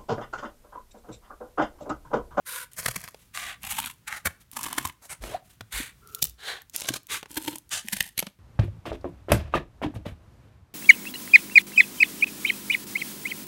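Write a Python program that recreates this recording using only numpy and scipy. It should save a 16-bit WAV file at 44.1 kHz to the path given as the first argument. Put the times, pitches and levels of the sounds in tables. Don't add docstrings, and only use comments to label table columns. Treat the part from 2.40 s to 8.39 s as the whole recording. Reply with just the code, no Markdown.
import sys
import numpy as np
from scipy import signal
from scipy.fft import rfft, irfft, next_fast_len
from scipy.io import wavfile
from scipy.ndimage import map_coordinates

SR = 44100
rng = np.random.default_rng(int(sys.argv[2]) if len(sys.argv) > 2 else 0)


def materialize(psi):
    bounded = np.clip(np.atleast_2d(psi).T, -1, 1)
    quanta = np.round(bounded * 32767).astype(np.int16)
    wavfile.write(sys.argv[1], SR, quanta)


N = 264147
TIME = np.arange(N) / SR
HZ = np.fft.rfftfreq(4096, 1 / SR)
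SPLIT_HZ, TOP_HZ = 4500, 16200

# start in seconds, swell in seconds,
# fade in seconds, body level in dB, hiss level in dB, swell depth in dB, fade depth in dB,
# dulling (hiss lost from start to end) in dB, glide of the body's resonances in octaves (negative falls),
# and the sheet's resonances and notches, each with centre in Hz, width in Hz, height in dB.
SLIDE_STROKES = [ (.067, 0.094, 0.073, -38.5, -36, 6, 6, 3.5, -0.018, [(514, 140, 20), (700, 640, -18),
                 (982, 140, 22.5), (1520, 230, 11), (6850, 2300, -4.5), (9400, 760, 6.5),
                 (12600, 1400, 10)]), (0.949, 0.15, 0.033, -37, -42, 3.5, 4, 11.5, -0.025, [(450, 145, -13),
                 (704, 140, 4), (924, 115, -14.5), (1167, 62, 9.5), (1360, 120, -11), (2680, 1380, -0.5)]),
                 (1.675, 0.01, 0.088, -38, -46.5, 6.5, 2, -9.5, -0.24, [(430, 120, -12), (910, 380, 18),
                 (950, 110, -33), (1790, 950, 5.5)]),
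                 (2.624, 0.031, .015, -56, -51.5, 2, 7, -3, 1.4, [(3000, 2000, -8), (8700, 3100, -2)]),
                 (2.698, .025, .015, -40.5, -37.5, 5, 8, 0, -0.25, [(1788, 240, -14), (3130, 2300, -11),
                 (8870, 2700, 8.5)]),
                 (2.822, 0.12, 0.023, -40.5, -48.5, 4, 4.5, 12, 1.55, [(510, 1030, 14.5),
                 (1900, 2700, -15)]), (3.324, 0.061, 0.11, -35, -35, 4.5, 15, 3, 0.21, [(287, 570, 6.5),
                 (730, 360, -7.5), (2360, 400, 8), (3810, 470, 8), (5700, 1300, -6.5)]),
                 (3.985, 0.11, 0.12, -33.5, -37, 24.5, 21, 7, 0.12, [(415, 240, 15.5), (770, 270, 14),
                 (1690, 960, 10), (3900, 2000, 16)]),
                 (4.698, 0.033, 0.044, -31.5, -32.5, 7, 7.5, -3.5, -.12, [(406, 340, 18.5), (530, 390, -18),
                 (1144, 86, 7), (3670, 320, 8.5)]),
                 (5.314, 0.019, 0.06, -32.5, -29.5, 7, 7.5, -1, 0.13, [(520, 250, -7), (1050, 300, -5.5),
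                 (2200, 750, -8), (5840, 10300, 10)]), ]
CUT_STROKES = [ (.376, 0.004, 0.31, -43, -43, 4, 6.8, 8.5, 0.11, [(314, 166, -20.5), (670, 87, 2),
               (850, 200, -13), (1430, 98, -11), (2860, 840, -13.5), (3780, 720, -13.5)]),
               (1.225, 0.15, 0.14, -32.5, -33.5, 13, 19, 0, 0.59, [(248, 93, 13.5), (443, 287, -33.5),
               (917, 130, 14), (1920, 1400, 0), (5000, 1700, -4.5)]),
               (1.852, .01, 0.073, -41.5, -55, 7, 23.5, -9, 0, [(168, 75, 10.5), (332, 290, -13.5),
               (634, 990, 14.5), (976, 85, -25), (1830, 1000, 9.5)]),
               (2.13, 0.1, 0.257, -43, -44.5, 11.5, 0.91, 6, 0, [(284, 150, 11.5), (480, 170, -10.5),
               (1000, 410, 14.5), (1700, 490, 6), (3060, 310, 5.5)]),
               (3.69, 0.16, 0.042, -52, -47, 13.5, 6.6, -1, 0.29, [(980, 340, -11), (1510, 450, -13),
               (2170, 250, -12), (9300, 2000, -14)]),
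               (4.345, 0.075, 0.13, -42, -40.5, 4.5, 3, 9, 0.42, [(305, 380, 1.6), (675, 290, 8.3),
               (1100, 69, 9.5), (5230, 6300, 9.9), (9580, 800, 3.4)]),
               (4.9, 0.16, 0.089, -42, -41.5, 12, 3.5, 2, 0, [(303, 120, 19), (744, 155, -16),
               (870, 330, 15.5), (1130, 220, -9.5), (2000, 1500, -3)]),
               (5.445, 0.13, 0.095, -43, -41, 11.5, 2.4, 2, 0, [(206, 78, 9), (400, 410, -9.5),
               (825, 170, 4.5), (1265, 340, -15.5), (1835, 160, 7), (10000, 6600, 2)]),
               (5.776, .015, 0.091, -47, -52, 0.5, 11, 3, 0, [(298, 160, -2), (1280, 1500, -9.5),
               (4300, 500, 5.5), (6160, 1000, 9), (11650, 3200, 11)]), ]
# time in seconds, length in seconds, body level in dB, hiss level in dB.
FLUTE_SNAPS = [(0.379, 0.021, -41, -35.5), (0.459, 0.0056, -22.5, -25), (0.4814, 0.0069, -27, -27.5),
               (0.5086, .0085, -39.5, -36.5), (.559, 0.0066, -31.5, -29), (0.639, 0.0024, -39.5, -37),
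               (0.684, 0.0042, -44, -43), (0.974, .0013, -25.5, -31.5), (1.232, 0.002, -38, -35),
               (1.3, 0.02, -41, -32.5), (1.3837, 0.0091, -29, -29), (1.4386, 0.008, -34.5, -43.5),
               (1.459, 0.0022, -31, -29.5), (1.464, 0.015, -39, -41), (1.498, 0.0053, -40, -42.5),
               (1.675, .01, -39, -36.5), (1.725, 0.0032, -29.5, -38), (1.855, 0.009, -26.5, -25),
               (1.867, 0.008, -26, -29), (2.165, 0.0087, -34.5, -31.5), (2.188, 0.0073, -41, -39),
               (2.2083, 0.0068, -42, -36.5), (2.235, 0.01, -38.5, -33), (2.261, .007, -34, -36),
               (2.283, .006, -50, -44), (2.309, 0.0058, -46, -47), (2.3282, .0027, -30.5, -28),
               (2.3805, 0.0058, -23, -23.5), (2.4512, 0.0056, -29, -27.5), (2.495, 0.0051, -39.5, -48),
               (3.8227, .0066, -27.5, -17.5), (3.849, 0.0074, -41, -32), (4.3437, 0.0079, -43.5, -40),
               (4.472, 0.015, -44, -38), (4.4866, 0.0048, -23.5, -23.5), (4.537, 0.0062, -32.5, -30.5),
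               (4.555, 0.015, -38, -35.5), (4.9692, 0.0097, -27.5, -28.5), (5.076, .0093, -28, -34),
               (5.115, 0.0091, -46, -56), (5.156, .005, -38.5, -34.5), (5.4847, 0.0012, -29, -24.5),
               (5.5265, 0.011, -29.5, -26.5), (5.565, 0.0074, -37, -33.5), (5.6054, 0.0035, -19.5, -20.5),
               (5.7776, 0.004, -30, -25), (5.7902, 0.0049, -24.5, -20), (5.801, 0.0022, -32, -25)]
# start in seconds, nominal peak in dB, frequency in Hz, 60 dB decay time in seconds.
SHEET_THUMPS = [(0.48, -30, 124, 0.14), (0.562, -29, 178, 0.071), (1.863, -23.5, 84, 0.083),
                (2.167, -38.5, 238, 0.088), (2.38, -25.5, 268, 0.042), (2.384, -41.5, 135, 0.33),
                (2.448, -29.5, 86, 0.11), (2.803, -28.5, 47.6, 0.24), (3.205, -38, 108, 0.19),
                (3.334, -27.5, 48.3, 0.22), (3.401, -22, 276, 0.03), (3.823, -38, 154, 0.13),
                (3.86, -41, 59, 0.37), (4.493, -35, 124, 0.23), (4.504, -18.5, 294, 0.031),
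                (4.973, -36, 280, 0.052), (5.08, -21, 305, 0.054), (5.446, -38, 218, 0.088),
                (5.533, -36.5, 195, 0.13), (5.826, -25.5, 182, 0.044), (5.869, -30, 190, 0.048)]
# start in seconds, peak in dB.
CARD_KNOCKS = [(0.745, -31), (2.838, -24.5), (3.2083, -24), (4.829, -24.5), (4.858, -32.5), (5.826, -20),
               (5.868, -24)]
# start in seconds, length in seconds, nominal level in dB.
FINGER_BRUSHES = [(0.311, 0.052, -55), (0.714, 0.19, -61), (1.995, 0.043, -57), (3.031, 0.14, -60.5)]
# start in seconds, nominal level in dB.
EDGE_TICKS = [(0.3336, -29.5), (2.115, -25.5), (2.2314, -13.5), (2.4743, -19), (3.674, -32),
              (3.7485, -11.5), (3.8419, -8.5), (3.8703, -25), (3.897, -28), (4.2192, -34), (4.2976, -30),
              (4.3625, -11), (4.4077, -20.5), (4.6324, -39), (4.6694, -30), (5.184, -23), (5.293, -33.5)]
# time in seconds, level in dB, mean frequency in Hz.
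CHIRP_PATH = [(2.92, -44, 598), (2.942, -41, 642), (2.947, -21, 680), (2.953, -23.5, 703),
              (2.957, -28.5, 770), (2.99, -75, 686)]
# time in seconds, level in dB.
SQUEAL_LEVELS = [(3.61, -93), (3.625, -58.5), (3.8, -53), (3.82, -74)]
# centre in Hz, half width in Hz, level in dB.
SQUEAL_RESONANCES = [(1336, 81, -3.5), (420, 33, -9.5)]
# frequency in Hz, relative density in dB per Hz.
SLIDE_COLOUR = [(60, -6), (150, -7), (270, -14.5), (450, -7.5), (800, -3.5), (1800, 4.5), (3300, -2),
                (5000, -14.5), (7000, -11.5), (10000, -12.5), (13500, -18), (15700, -25.5)]
CUT_COLOUR = [(60, -2), (150, -1.5), (270, -5), (450, -6), (800, -8), (1800, -4.5), (3300, -3),
              (5000, -8.5), (7000, -5.5), (10000, -4), (13500, -5.5), (15700, -14)]
KNOCK_COLOUR = [(80, -10.5), (600, 2), (1150, -4.5), (1900, -8), (3000, -7.5), (16000, -26)]
FLOOR_COLOUR = [(20, -33), (45, -2.5), (115, -4.5), (700, -29), (1200, -25), (4800, -31), (12000, -31.5),
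                (16000, -32.5)]
SLIDE_PUSH = dict(attack_s=.008, bite_db=12.5, arch=1.3, hiss_follows=1.11, release_db_per_s=491)
CUT_PUSH = dict(attack_s=.012, bite_db=15.5, arch=0.65, hiss_follows=0.9, release_db_per_s=487)

SHEET_RING_S = 0.11
TICK_T60_S, TICK_CREST_DB, TICK_LOW_HZ = 0.0023, 1, 5000
TICK_RING_DB, TICK_RING_T60_S = -13, 0.021
CHATTER_PER_S, CHATTER_DB, CHATTER_SCATTER_DB = 8, -42, 1


def cutting():
    grain = dict(rate=7400, scatter_db=6.5, clump_db=3.5, judder_rate=220, judder_db=3.0,
                 tear_rate=85, tear_db=-1.5, tear_s=0.0034)
    return sum(stroke(movement, CUT_COLOUR, grain, CUT_PUSH) for movement in CUT_STROKES)


def sliding():
    grain = dict(rate=16000, scatter_db=1.5, clump_db=1.0, judder_rate=170, judder_db=1.5,
                 tear_rate=15, tear_db=-6, tear_s=0.00075)
    return sum(stroke(movement, SLIDE_COLOUR, grain, SLIDE_PUSH) for movement in SLIDE_STROKES)


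def stroke(row, spectrum, grain, hand):
    start, swell_s, fade_s, body_db, hiss_db, swell_db, fade_db, dulling_db, glide, colour = row
    end = start + swell_s + fade_s
    t = np.arange(start - 2 * hand["attack_s"], end + SHEET_RING_S, 1 / SR)
    effort_db = push(t, start, swell_s, fade_s, swell_db, fade_db, hand)
    progress = np.interp(t, [start, end], [-1 / 2, 1 / 2])
    body_level_db = body_db + effort_db
    hiss_level_db = hiss_db + hand["hiss_follows"] * effort_db - dulling_db * progress

    resonances_db = sum(db / (1 + (2 * (HZ - hz) / width) ** 2) for hz, width, db in colour)
    crowded_modes_db = 2.4 * wobble(SR / 13, len(HZ)) * HZ / (HZ + 500) / np.hypot(1, HZ / 8000)
    sheet = amp(along(spectrum) + resonances_db + crowded_modes_db)
    body_share = 1 / (1 + (HZ / SPLIT_HZ) ** 12)
    hiss_share = (1 - body_share) * (HZ < TOP_HZ + 500)

    judder = unit(amp(grain["judder_db"] * wobble(grain["judder_rate"], len(t))))
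    judder = judder * tears(len(t), grain)
    bands = [(body_level_db, body_share, .22, glide), (hiss_level_db, hiss_share, 0, 0)]
    sound = 0
    for band, (level_db, share, woodiness, band_glide) in enumerate(bands):
        crackle = fibres(len(t), grain["rate"], grain["scatter_db"], 900, grain["clump_db"])
        force = crackle * judder * amp(level_db)
        for at, length, *snap_db in FLUTE_SNAPS:
            if t[0] <= at < end + hand["attack_s"]:
                add(force, at - t[0] - length, amp(snap_db[band]) * burst(length, woodiness))
        sound = sound + radiate(force, sheet, np.sqrt(share), band_glide)
    track = np.zeros(N)
    add(track, t[0], sound)
    return track


def push(t, start, swell_s, fade_s, swell_db, fade_db, hand):
    peak, end = start + swell_s, start + swell_s + fade_s
    swell = swell_db * np.clip((peak - t) / swell_s, 0, 1) ** hand["arch"]
    fade = fade_db * np.clip((t - peak) / fade_s, 0, 1) ** hand["arch"]
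    attack = hand["bite_db"] * np.maximum(start - t, 0) / hand["attack_s"]
    release = hand["release_db_per_s"] * np.maximum(t - end, 0)
    return -(attack + swell + fade + release)


def fibres(size, rate, scatter_db, clump_rate, clump_db):
    breaks = (rng.random(size) < rate / SR) * rng.choice([-1, 1], size)
    sizes_db = scatter_db * rng.standard_normal(size) + clump_db * wobble(clump_rate, size)
    return unit(breaks * amp(sizes_db))


def tears(size, grain):
    happens = rng.random(size) < grain["tear_rate"] / SR
    jumps = happens * amp(grain["tear_db"] + 1.47 * rng.standard_normal(size))
    memory = np.exp(-1 / (grain["tear_s"] * SR))
    return unit(1 + signal.lfilter([1], [1, -memory], jumps))


def burst(length, woodiness):
    u = np.arange(int(3 * length * SR) + 2) / (length * SR) - 3 / 2
    crackle = rng.standard_normal(len(u)) / (np.exp(-u / 0.32) + np.exp(u / 0.41))
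    flute_hz = np.clip(1500 * 2 ** (.5 * rng.standard_normal()), 750, 6000)
    flute = signal.lfilter(*signal.iirpeak(flute_hz, 3, fs=SR), crackle)
    crackle = unit(crackle) + woodiness * unit(flute)
    return unit(crackle) / np.sqrt(3)


def radiate(force, gain, share, glide):
    if glide == 0:
        return signal.fftconvolve(force, response(gain * share))
    stages = np.linspace(-1 / 2, 1 / 2, 9)
    progress = np.linspace(-1 / 2, 1 / 2, len(force))
    sound = 0
    for stage, weight in zip(stages, np.eye(len(stages))):
        crossfade = np.interp(progress, stages, weight)
        shifted = np.interp(HZ / 2 ** (glide * stage), HZ, gain)
        sound = sound + signal.fftconvolve(force * crossfade, response(shifted * share))
    return sound


def ticks():
    track, t = np.zeros(N), np.arange(SR // 50) / SR
    decay = amp(-60 * t / TICK_T60_S) + amp(TICK_RING_DB - 60 * t / TICK_RING_T60_S)
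    chatter = []
    for start, swell_s, fade_s, *_ in CUT_STROKES:
        for _ in range(int(CHATTER_PER_S * (swell_s + fade_s))):
            at = rng.uniform(start, start + swell_s + fade_s)
            chatter.append((at, rng.normal(CHATTER_DB, CHATTER_SCATTER_DB)))
    for s, db in list(EDGE_TICKS) + chatter:
        add(track, s, amp(db - TICK_CREST_DB) * decay * rng.standard_normal(len(t)))
    return signal.sosfilt(signal.butter(2, TICK_LOW_HZ, "highpass", fs=SR, output="sos"), track)


def thumps():
    track, t = np.zeros(N), np.arange(SR // 2) / SR
    for s, db, hz, t60 in SHEET_THUMPS:
        overtone = 0.26 * np.sin(2 * np.pi * 1.607 * hz * t) * amp(-30 * t / t60)
        swing = np.sin(2 * np.pi * hz * t) + overtone
        onset = 1 - np.exp(-t * hz / 0.48)
        add(track, s, amp(db + 1.0 - 60 * t / t60) * onset * swing)
    return track


def knocks():
    track, t = np.zeros(N), np.arange(SR // 20) / SR
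    card = response(amp(along(KNOCK_COLOUR)))
    for s, db in CARD_KNOCKS:
        rattle = rng.standard_normal(len(t)) * amp(-60 * t / 0.021)
        tap = signal.fftconvolve(rattle, card)
        add(track, s, amp(db) * tap / np.abs(tap).max())
    return track


def squeaks():
    s, db, hz = np.transpose(CHIRP_PATH)
    unsteady_hz = np.interp(TIME, s, hz) * (1 + 0.04 * wobble(300, N))
    chirp = envelope(s, db) * np.sin(2 * np.pi * np.cumsum(unsteady_hz) / SR)
    squeal_gain = sum(amp(level) / (1 + ((HZ - centre) / half_width) ** 2)
                      for centre, half_width, level in SQUEAL_RESONANCES)
    squeal = envelope(*np.transpose(SQUEAL_LEVELS)) * noise(squeal_gain)
    return chirp + squeal


def brushes():
    pressure = np.zeros(N)
    for s, length, db in FINGER_BRUSHES:
        add(pressure, s, amp(db) * np.sqrt(np.abs(np.hanning(int(length * SR)))))
    return pressure * amp(3.5 * wobble(140, N)) * noise(amp(along(CUT_COLOUR)))


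def room(x):
    hz, t, z = signal.stft(rng.standard_normal(SR // 2), SR, nperseg=256)
    t60 = np.interp(hz, [200, 3000, 15000], [.3, .27, .17])
    tail = signal.istft(z * amp(-60 * t / t60[:, None]), SR, nperseg=256)[1]
    tail = np.pad(tail / np.linalg.norm(tail), (int(0.0066 * SR), 0))
    return signal.oaconvolve(x, tail)[:N]


def background():
    return amp(-61.5 + 2.5 * wobble(3, N)) * noise(amp(along(FLOOR_COLOUR)))


def amp(db):
    return 10 ** (np.asarray(db) / 20)


def unit(x):
    return x / np.sqrt(np.mean(x ** 2) + 1e-20)


def along(points):
    f, v = np.transpose(points)
    return np.interp(np.log(HZ + 1), np.log(f), v)


def envelope(s, db):
    return amp(np.interp(TIME, s, db, left=-150, right=-150))


def wobble(rate, size):
    knots = rng.standard_normal(int(size * rate / SR) + 4)
    return map_coordinates(knots, [np.arange(size) * rate / SR])


def response(gain):
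    cepstrum = irfft(np.log(np.maximum(gain / gain.max(), 1e-5)))
    half = len(cepstrum) // 2
    cepstrum[1:half] *= 2
    cepstrum[half + 1:] = 0
    h = irfft(np.exp(rfft(cepstrum)))
    return h / np.linalg.norm(h)


def noise(gain):
    return unit(signal.oaconvolve(rng.standard_normal(N), response(gain))[:N])


def add(track, s, sound):
    room_left = track[max(round(s * SR), 0):][:len(sound)]
    room_left += sound[:len(room_left)]


def scene():
    near = cutting() + sliding() + ticks() + thumps() + knocks() + squeaks() + brushes()
    return (near + amp(-20.5) * room(near) + background())[None]


def record(dry):
    size = next_fast_len(N + SR // 4)
    hz = np.fft.rfftfreq(size, 1 / SR)
    lean = signal.sosfilt(signal.butter(3, 38, "highpass", fs=SR, output="sos"), dry)
    return irfft(rfft(lean, size) / np.sqrt(1 + (hz / TOP_HZ) ** 200), size)[:, :N]


dry = scene()
out = record(dry)
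materialize(out)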